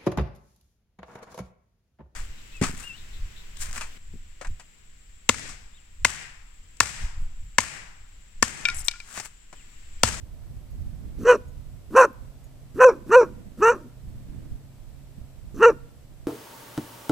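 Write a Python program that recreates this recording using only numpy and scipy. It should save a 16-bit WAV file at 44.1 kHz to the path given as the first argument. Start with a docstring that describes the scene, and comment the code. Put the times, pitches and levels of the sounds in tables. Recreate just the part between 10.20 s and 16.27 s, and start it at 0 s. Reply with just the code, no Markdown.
"""Dog barking on an open beach

A dog gives six short barks a few metres away, each arched in effort, rough at the edges, voiced at its heart.
Barks are overtone series and puffed noise shaped by throat resonances; delayed noise tails return faint echoes.
A collar tag rings as decaying sines, and wind is coloured noise swelling in gusts at two microphone ports.
Underneath lie a far motor of two wavering hums, and distant surf and insects of steady coloured noise."""
import sys
import numpy as np
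from scipy import signal
from scipy.fft import rfft, irfft, next_fast_len
from scipy.io import wavfile
from scipy.ndimage import uniform_filter1d, minimum_filter1d, map_coordinates

SR = 44100
rng = np.random.default_rng(int(sys.argv[2]) if len(sys.argv) > 2 else 0)


def dump_mix(stems):
    """Bounce the given channels to the path in sys.argv[1] as a 16-bit WAV at rate SR."""
    frames = np.atleast_2d(stems).T  # one column per channel
    limited = np.clip(frames, -1, 1)  # hard clip at full scale
    pcm = np.round(limited * 32767).astype(np.int16)
    wavfile.write(sys.argv[1], SR, pcm)


N = 267687
TIME = np.arange(N) / SR
SIZE = next_fast_len(N, real=True)


def gain_of(db):
    """Decibels to amplitude."""
    return 10 ** (np.asarray(db) / 20)


def evened(x):
    """Scaled to rms 1."""
    return x / np.sqrt(np.mean(x ** 2) + 1e-20)


def read(points, hz):
    """A spectrum table read on a log-frequency axis."""
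    f, value = np.transpose(points)
    return np.interp(np.log(hz + 1), np.log(f + 1), value)


def add(mix, s, sound):
    """Lays a sound into the mix at time s."""
    part = mix[round(s * SR):][:len(sound)]
    part += sound[:len(part)]


def noise(spectrum, size):
    """Noise of rms about 1 with the given colour."""
    full = next_fast_len(size, real=True)
    colour = gain_of(read(spectrum, np.fft.rfftfreq(full, 1 / SR)))
    return evened(irfft(rfft(rng.standard_normal(full)) * colour, full)[:size])


def wander(hz, size):
    """Smooth chance of rms 1, with changes up to about hz a second."""
    smooth = 1 / (1 + (np.fft.rfftfreq(size, 1 / SR) / hz) ** 4)
    return evened(irfft(rfft(rng.standard_normal(size)) * smooth, size))


# colour of distant surf and insects: frequency_hz, relative_level_db
SHORE_COLOUR = [(60, -7), (260, -5.5), (450, -10.5), (620, -8), (850, -15.5), (1400, -19.5), (3000, -22),
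                (7200, -25.5), (7800, -19.5), (8400, -26), (15000, -27.5)]
# left-right likeness of the distant shore: frequency_hz, likeness (0-1)
SHORE_LIKENESS = [(100, 0.6), (600, .6), (1400, 0.4), (3000, 0.1), (8000, 0)]


def shore(level_db=-58):
    """Distant surf and a thin band of insects: steady noise, wider in stereo as the pitch rises."""
    same = np.clip(read(SHORE_LIKENESS, np.fft.rfftfreq(SIZE, 1 / SR)), 0, 1)
    left, other = noise(SHORE_COLOUR, SIZE), noise(SHORE_COLOUR, SIZE)
    right = irfft(same * rfft(left) + np.sqrt(1 - same ** 2) * rfft(other), SIZE)
    return gain_of(level_db) * np.array([left, right])[:, :N]


# level course of a far motor: time_s, low_hum_db, high_hum_db
MOTOR_LEVELS = [(0, -54, -61.5), (2.3, -60, -55.5), (3.8, -56.5, -53.5), (6.07, -63, -54)]


def motor(low_hz=104, high_hz=132.8, waver=0.022, octave_db=-14):
    """Two hums, each with a soft octave, waver in pitch and level as they drift in on the wind."""
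    s, *levels = np.transpose(MOTOR_LEVELS)
    out = np.zeros(N)
    for hz, db in zip((low_hz, high_hz), levels):
        angle = 2 * np.pi * np.cumsum(hz * (1 + waver * wander(15, N))) / SR
        level = gain_of(np.interp(TIME, s, db)) * (1 + 0.31 * wander(4, N))
        out += level * (np.sin(angle) + gain_of(octave_db) * np.sin(2 * angle))
    return np.sqrt(2) * out


# low and higher wind noise: frequency_hz, relative_level_db
RUMBLE_COLOUR = [(8, -13.5), (25, 2.5), (70, -2), (120, -9), (170, -15), (300, -31), (800, -60)]
FLUTTER_COLOUR = [(80, -13), (180, 2.5), (260, -1), (350, -10), (600, -22.5), (1200, -32), (1900, -31),
                  (4000, -41), (12000, -49)]
# gusts, levels before trim and stereo balance: centre_s, half_width_s, rumble_db, flutter_db
WIND_GUSTS = [(.15, 0.23, -46.5, -75), (.35, .035, -36.5, -63), (.62, .11, -38, -55),
              (.92, .17, -39.5, -50), (1.4, .22, -45.5, -68), (2.04, 0.037, -40.5, -68),
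              (3.18, .12, -47.5, -49.5), (3.9, .06, -40.5, -57), (4.14, 0.16, -44, -49),
              (4.33, .025, -36, -60.5), (4.7, .1, -48.5, -68), (5.0, .035, -43, -58),
              (5.38, 0.13, -44, -58)]
CALM_RUMBLE_DB, CALM_FLUTTER_DB = -51, -64.5  # the breeze between gusts, before the same trims


def wind(rumble_trim_db=2.5, flutter_trim_db=0, left_vs_right_db=-7, lumpy_db=2):
    """Lumpy gusts swell out of a light breeze and buffet each port separately, the right one harder."""
    s, width, low_db, high_db = np.transpose(WIND_GUSTS)
    swells = np.exp(-((TIME[:, None] - s) / width) ** 2)
    # breeze and gusts add as power
    low_power = gain_of(CALM_RUMBLE_DB) ** 2 + swells @ gain_of(low_db) ** 2
    high_power = gain_of(CALM_FLUTTER_DB) ** 2 + swells @ gain_of(high_db) ** 2
    low = gain_of(rumble_trim_db) * np.sqrt(low_power)
    high = gain_of(flutter_trim_db) * np.sqrt(high_power)
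    buffets = np.array([low * noise(RUMBLE_COLOUR, N) + high * noise(FLUTTER_COLOUR, N) for port in range(2)])
    balance = gain_of([[left_vs_right_db / 2], [-left_vs_right_db / 2]])
    return buffets * gain_of(lumpy_db * wander(39, N)) * balance


# colour of what the dunes return: frequency_hz, relative_level_db
DUNE_COLOUR = [(200, -20), (500, -5.5), (750, -0.5), (1000, 4.5), (1400, -8.5), (3000, -6), (8000, -16)]
# time for the dunes' echo to fall by 60 dB: frequency_hz, t60_s
DUNE_T60 = [(300, .9), (1000, 0.55), (1600, 0.28), (6000, .3)]


def dunes(x, fade_in_s=.02):
    """Scattered echoes from sand and scrub, each band dying at its own speed."""
    # noise partly shared by both sides
    hz, t, z = signal.stft(rng.standard_normal((2, SR)) + rng.standard_normal(SR), SR, nperseg=256)
    decay_db = 60 * t / read(DUNE_T60, hz)[:, None]
    z = z * gain_of(read(DUNE_COLOUR, hz)[:, None] - decay_db) * np.clip(t / fade_in_s, 0, 1)
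    tail = signal.istft(z, SR, nperseg=256)[1] / np.sqrt(SR / 20)
    return signal.fftconvolve(x[None], tail, axes=1)[:, :N]


def near_scatter(x, level_db=-36, t60_s=0.6, crest_hz=3500):
    """Sand and scrub close by scatter a short, diffuse tail."""
    t = np.arange(SR // 3) / SR
    colour = [(300, -3), (crest_hz, 0), (15000, -10)]
    tails = np.array([noise(colour, len(t)) for port in range(2)])
    tails *= gain_of(-60 * t / t60_s) * np.clip(t / 0.0098, 0, 1)
    return gain_of(level_db) * signal.fftconvolve(x[None], tails / np.linalg.norm(tails[0]), axes=1)[:, :N]


def ports(x, lag_samples=0.53, shade_db=3.0, scatter=0.27, scatter_hz=2400):
    """Two microphone ports: the left hears later, with softer treble, and the housing scatters the treble."""
    hz = np.fft.rfftfreq(SIZE, 1 / SR)
    treble = hz ** 2 / (hz ** 2 + scatter_hz ** 2)
    ripple = rfft(evened(rng.standard_normal(330)) / np.sqrt(330), SIZE)
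    # half of the lag and shade goes to each port
    half = gain_of(shade_db * treble / 2) * np.exp(1j * np.pi * hz * lag_samples / SR)
    side = scatter * treble * ripple
    return irfft(rfft(x, SIZE) * np.array([1 / half + side, half - side]), SIZE)[:, :N]


# collar tag strikes, tilt about 10 kHz: start_s, level_db, tilt_db_per_half_octave
TAG_STRIKES = [(.5103, -56, 3), (1.2808, -54, -0.5), (1.9296, -58, 16), (2.2422, -50.5, 1.5)]
# collar tag modes, level before the strike's own: frequency_hz, level_db, t60_s
TAG_MODES = [(6700, -9, 0.12), (10230, -10.5, .05), (12200, -15, .08), (13100, -10, .05)]


def tag():
    """The metal tag taps the collar with a tick of noise and rings briefly in a few modes."""
    out, t = np.zeros(N), np.arange(SR // 6) / SR
    for s, level_db, tilt_db in TAG_STRIKES:
        ring = np.zeros(len(t))
        for hz, db, t60 in TAG_MODES:
            mode_db = db + tilt_db * np.log2(hz / 10000) * 2
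            ring += gain_of(mode_db - 60 * t / t60) * np.sin(2 * np.pi * hz * t)
        tick = 0.61 * rng.standard_normal(len(t)) * np.exp(-t / 0.0008)
        add(out, s, gain_of(level_db) * (ring + tick))
    return out


def voiced(spectrum, turns, hz, mouth, count=34):
    """The overtones of the vocal folds, weighted by the mouth's resonances."""
    k = np.arange(2, count)[:, None]
    weight = gain_of(read(spectrum, k * hz / mouth))
    # the throat delays each overtone differently, which spreads the pulse over the cycle
    lag = (k - 1) ** 2 / 4 + (k > 3) * rng.random(k.shape)
    overtones = weight * np.cos(2 * np.pi * (k * turns + lag))
    return overtones.sum(0) / np.sqrt((weight ** 2).sum(0) / 2)


def turbulent(spectrum, turns, mouth, throb=0.3):
    """Air noise in the same resonances, puffed once a cycle."""
    # reading the noise at the mouth's speed shifts its resonances
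    hiss = map_coordinates(noise(spectrum, size=SR // 2), [np.cumsum(mouth)], order=3, mode="wrap")
    return evened(hiss * (1 + throb * np.cos(2 * np.pi * turns)))


REST_HZ, SAG_HZ_PER_S = 169.92, 1300  # pitch of the slack folds; sets how far the pitch sinks after the crest
REST_LOW_DB, REST_MID_DB, REST_RASP_DB = -51, -81, -83  # fundamental, overtones and rasp with the folds slack
BREAK_S, BREAK_JUMP = .003, .08  # a voice break at the crest: how quick, and by what share of the pitch
BREAK_LOW_DB, BREAK_MID_DB, BREAK_RASP_DB = 4.5, -8.5, -6  # the broken voice is rounder
LEAD_ATTACKS, TAIL_RELEASES = 1.95, 3.7  # a bark's span outside its heart, in attack and release times
# roughness of the edges; gained per dB of lost effort; gained as the voice gives out
ROUGH_EDGE, ROUGH_PER_DB, ROUGH_END = .95, 0.0343, 0.26
BREAK_CLEAN = 0.97  # share of the basic roughness that a full break clears
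HISS_DB_PER_S, DULL_START_DB = 120, 3.5  # growth of the early hiss; overtones lacking while the mouth opens
JAW_S, LEAK_AFTER = .056, .55  # time the jaw takes to close; air leak as a bark ends, against its start


def gesture(row, swell_curve=1.3, fade_curve=1.45, glide_curve=1.6, rise_grip=.8, fall_grip=.42,
            opening_grip=.78, closing_grip=.56, rasp_grip=2.5, rasp_release_grip=1.05, clean_grip=1.7,
            break_grip=3.5, rasp_follow=.33, fade_follow=.85, spent_grip=0.59):
    """The course of one bark: folds engage, effort swells to a crest where the voice may break, then all sags."""
    onset, attack, rise, fall, release, start_hz, crest_hz, level_db, swell_db, fade_db = row[:10]
    overtone_db, upper_db, hoarse_db, hiss_db, crack, roughness, opening, jaw = row[10:]
    crest, end = onset + rise, onset + rise + fall
    t = np.arange(onset - LEAD_ATTACKS * attack, end + TAIL_RELEASES * release, 1 / SR)
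    rising = t < crest
    # 0 slack, 1 in full voice
    engaged = np.exp(np.minimum(t - onset, 0) / attack - np.maximum(t - end, 0) / release)
    to_go, past = np.clip((crest - t) / rise, 0, 1), np.clip((t - crest) / fall, 0, 1)
    swelling_db, fading_db = -swell_db * to_go ** swell_curve, -fade_db * past ** fade_curve
    effort_db = swelling_db + fading_db
    broken = crack * (1 + np.tanh((t - crest) / BREAK_S)) / 2 * engaged ** break_grip

    def engage(rest, full, grip=1):
        """From the slack value to the full one; a higher grip arrives later and leaves sooner."""
        return rest + (full - rest) * engaged ** grip

    glide_hz = (start_hz - crest_hz) * to_go ** glide_curve
    sag_hz = SAG_HZ_PER_S * fall * past ** fade_curve
    sung_hz = crest_hz * (1 + BREAK_JUMP * broken) + glide_hz - sag_hz
    hz = engage(REST_HZ, sung_hz, np.where(rising, rise_grip, fall_grip))

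    low_db = engage(REST_LOW_DB, level_db + effort_db + BREAK_LOW_DB * broken)
    bright_db = overtone_db + swelling_db - DULL_START_DB * to_go ** 2
    bright_db = bright_db + fade_follow * fading_db + BREAK_MID_DB * broken
    mid_db = engage(REST_MID_DB, bright_db, np.where(rising, opening_grip, closing_grip))
    full_rasp_db = hoarse_db + rasp_follow * effort_db + BREAK_RASP_DB * broken
    rasp_db = engage(REST_RASP_DB, full_rasp_db, np.where(rising, rasp_grip, rasp_release_grip))
    early_hiss_db = hiss_db + HISS_DB_PER_S * (t - onset)
    rasp_db = np.where(t < onset, np.maximum(rasp_db, early_hiss_db), rasp_db)

    heart = roughness * (1 - BREAK_CLEAN * broken) - ROUGH_PER_DB * effort_db + ROUGH_END * past ** 3
    rough = np.clip(engage(ROUGH_EDGE, heart, clean_grip), 0, 1)
    mouth = opening * (1 - jaw * np.clip((t - crest) / JAW_S, 0, 1))
    leak = 4 * engaged * (1 - engaged) * np.where(rising, 1, LEAK_AFTER)  # air through half-closed folds
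    spent = past * engaged ** spent_grip
    return t, hz, low_db, mid_db, upper_db, rasp_db, rough, mouth, leak, spent


# colours of one bark, each frequency_hz, relative_level_db:
# the open mouth's low resonances, its upper resonance, the rasp, and the rasp's top
THROAT_COLOUR = [(250, -34.5), (520, -15), (690, -20.5), (950, -0.5), (1200, 5.5), (1460, 0.5),
                 (1680, -5.5), (1860, -8), (2000, -26.5), (2200, -36.5), (5000, -71.5)]
UPPER_COLOUR = [(1900, -45), (2200, -20), (2480, 1), (2780, -1), (2950, -11), (3100, -31), (3300, -44),
                (3650, -26), (4400, -24.5), (4950, -47.5), (7000, -69.5)]
RASP_COLOUR = [(3400, -50.5), (4250, -14.5), (4600, -17), (5100, -38), (5550, -6.5), (6100, 0), (6450, -2),
               (6850, -21.5), (7350, -3), (7900, -18.5), (9500, -45)]
SIZZLE_COLOUR = [(6000, -35), (7900, -5), (8800, 0), (9900, -2.5), (11000, -12), (15000, -10.5),
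                 (17000, -30.5)]
# the low rush of air around a bark, and the throat's hollow ring as the voice gives out
HUFF_COLOUR = [(60, -24.5), (150, -6), (240, 1), (350, -5), (500, -12.5), (900, -41.5)]
HOLLOW_COLOUR = [(200, -50), (400, -22), (550, 1), (620, -4.5), (740, -28.5), (1500, -70.5)]


def bark(t, hz, low_db, mid_db, upper_db, rasp_db, rough, mouth, leak, spent, jitter=.055, shimmer=0.16,
         falter=.9, rasp_rough=2.5, ragged_db=2.5, sizzle_db=-9.5, sizzle_follow=0.36, dull_limit_db=-17,
         upper_follow=.2, huff_db=-53, leak_db=17.5, hollow_db=-1.5, rasp_jaw=.7, throat_gape=.5, hoarse=1.0):
    """One bark: a strong fundamental, overtones and rasp, all breaking up as roughness rises."""
    size = len(t)
    hz = hz * (1 + jitter * (0.038 + .8 * rough + rough ** 4) * wander(150, size))
    turns = np.cumsum(hz) / SR
    unsteady = shimmer * rough + falter * rough ** 4  # the folds falter as they start and stop
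    fundamental = np.sqrt(2 / (1 + unsteady ** 2)) * np.cos(2 * np.pi * turns)
    fundamental *= 1 + unsteady * wander(100, size)
    huff = gain_of(huff_db + leak_db * leak) * noise(HUFF_COLOUR, size=SR)[:size]
    hollow = gain_of(hollow_db) * spent * rough ** 2 * noise(HOLLOW_COLOUR, size=SR)[:size]
    sound = gain_of(low_db) * (fundamental + hollow) + huff

    breathy = np.clip(rough * rasp_rough, 0, 1)  # the treble turns to noise first
    dull_db = np.maximum(mid_db - mid_db.max(), dull_limit_db)  # the higher resonances need full effort
    throat = mouth * mouth[0] ** throat_gape
    teeth = (mouth / mouth[0]) ** rasp_jaw  # the rasp sinks less with the jaw
    upper_level_db = mid_db + upper_db + upper_follow * dull_db
    rasp_level_db = rasp_db + ragged_db * wander(90, size)
    sizzle_level_db = rasp_db + sizzle_db + sizzle_follow * dull_db + ragged_db * wander(90, size)
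    # colour, level in dB, share of air noise, shift of the resonances
    resonances = [(THROAT_COLOUR, mid_db, rough, throat),
                  (UPPER_COLOUR, upper_level_db, rough, mouth),
                  (RASP_COLOUR, rasp_level_db, breathy, teeth),
                  (SIZZLE_COLOUR, sizzle_level_db, np.sqrt(breathy), teeth)]

    depth = np.clip(hoarse * rough * (1 - spent), 0, 1)  # under strain, strong and weak cycles alternate
    doubling = (1 + depth * np.cos(np.pi * turns + wander(55, size))) / np.sqrt(1 + depth ** 2 / 2)
    for spectrum, db, air, shift in resonances:
        voice = np.sqrt(1 - air ** 2) * voiced(spectrum, turns, hz, shift)
        breath = air * turbulent(spectrum, turns, shift)
        sound += gain_of(db) * doubling * (voice + breath)
    return t[0], sound * signal.windows.tukey(size, .06)


# barks, with levels and crest pitch given before any voice break:
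# onset_s, attack_s, rise_to_crest_s, fall_s, release_s, onset_pitch_hz, crest_pitch_hz,
# fundamental_db, swell_to_crest_db, fade_after_db, overtones_db, upper_resonance_vs_overtones_db, rasp_db,
# hiss_at_onset_db, voice_break (0-1), basic_roughness (0-1), mouth_opening (resonance factor),
# jaw_lowering (share of the resonances)
DOG_BARKS = [(1.056, .038, .043, 0.057, .018, 438.6, 499.4, -8, 18, 20, -14.5, -13, -40, -58.5, 0, 0.25, 1.028, .07),
             (1.763, .032, .032, .057, .017, 496.3, 523.4, -11.5, 1, 9, -10, -18.5, -35, -74, 0.14, .44, .98, .02),
             (2.609, .036, .039, .046, .04, 516, 490.7, -10.5, 2, 6.5, -10.5, -16.5, -38, -65, 1, .38, 1.0, .11),
             (2.919, .031, .041, .068, .031, 424, 485.5, -10.5, 8, 11.5, -10, -16.5, -38, -68, 0.99, .13, .99, .08),
             (3.427, .03, .073, .016, .048, 422.3, 469.5, -16.5, -0.5, 6.5, -15, -17, -40, -70, 0.52, 0.19, .99, .03),
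             (5.428, .046, 0.0317, .043, .021, 469.8, 458, -11.5, 0, 9.5, -11.5, -14, -39.5, -54.5, .95, 0.29, 1.012, .1)]


def dog():
    """Six barks, each with its own course of pitch, effort and mouth."""
    out = np.zeros(N)
    for row in DOG_BARKS:
        add(out, *bark(*gesture(row)))
    return out


def scene():
    """The dog, its echoes and the beach."""
    barks = dog()
    direct = ports(barks + tag())
    echoes = near_scatter(barks) + gain_of(-36.5) * dunes(barks)
    return direct + echoes + wind() + shore() + motor()


def record(dry, edge_hz=15200):
    """A limiter eases the gain down on peaks above full scale; then a low-pass sets the band limit."""
    headroom = 1 / np.maximum(abs(dry).max(0), 1)
    gain = uniform_filter1d(minimum_filter1d(headroom, size=221), size=221)  # about 5 ms
    low_pass = signal.firwin(511, edge_hz, window=("kaiser", 9), fs=SR)
    return signal.oaconvolve(dry * gain, low_pass[None], "same")


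dry = scene()
out = record(dry)
dump_mix(out)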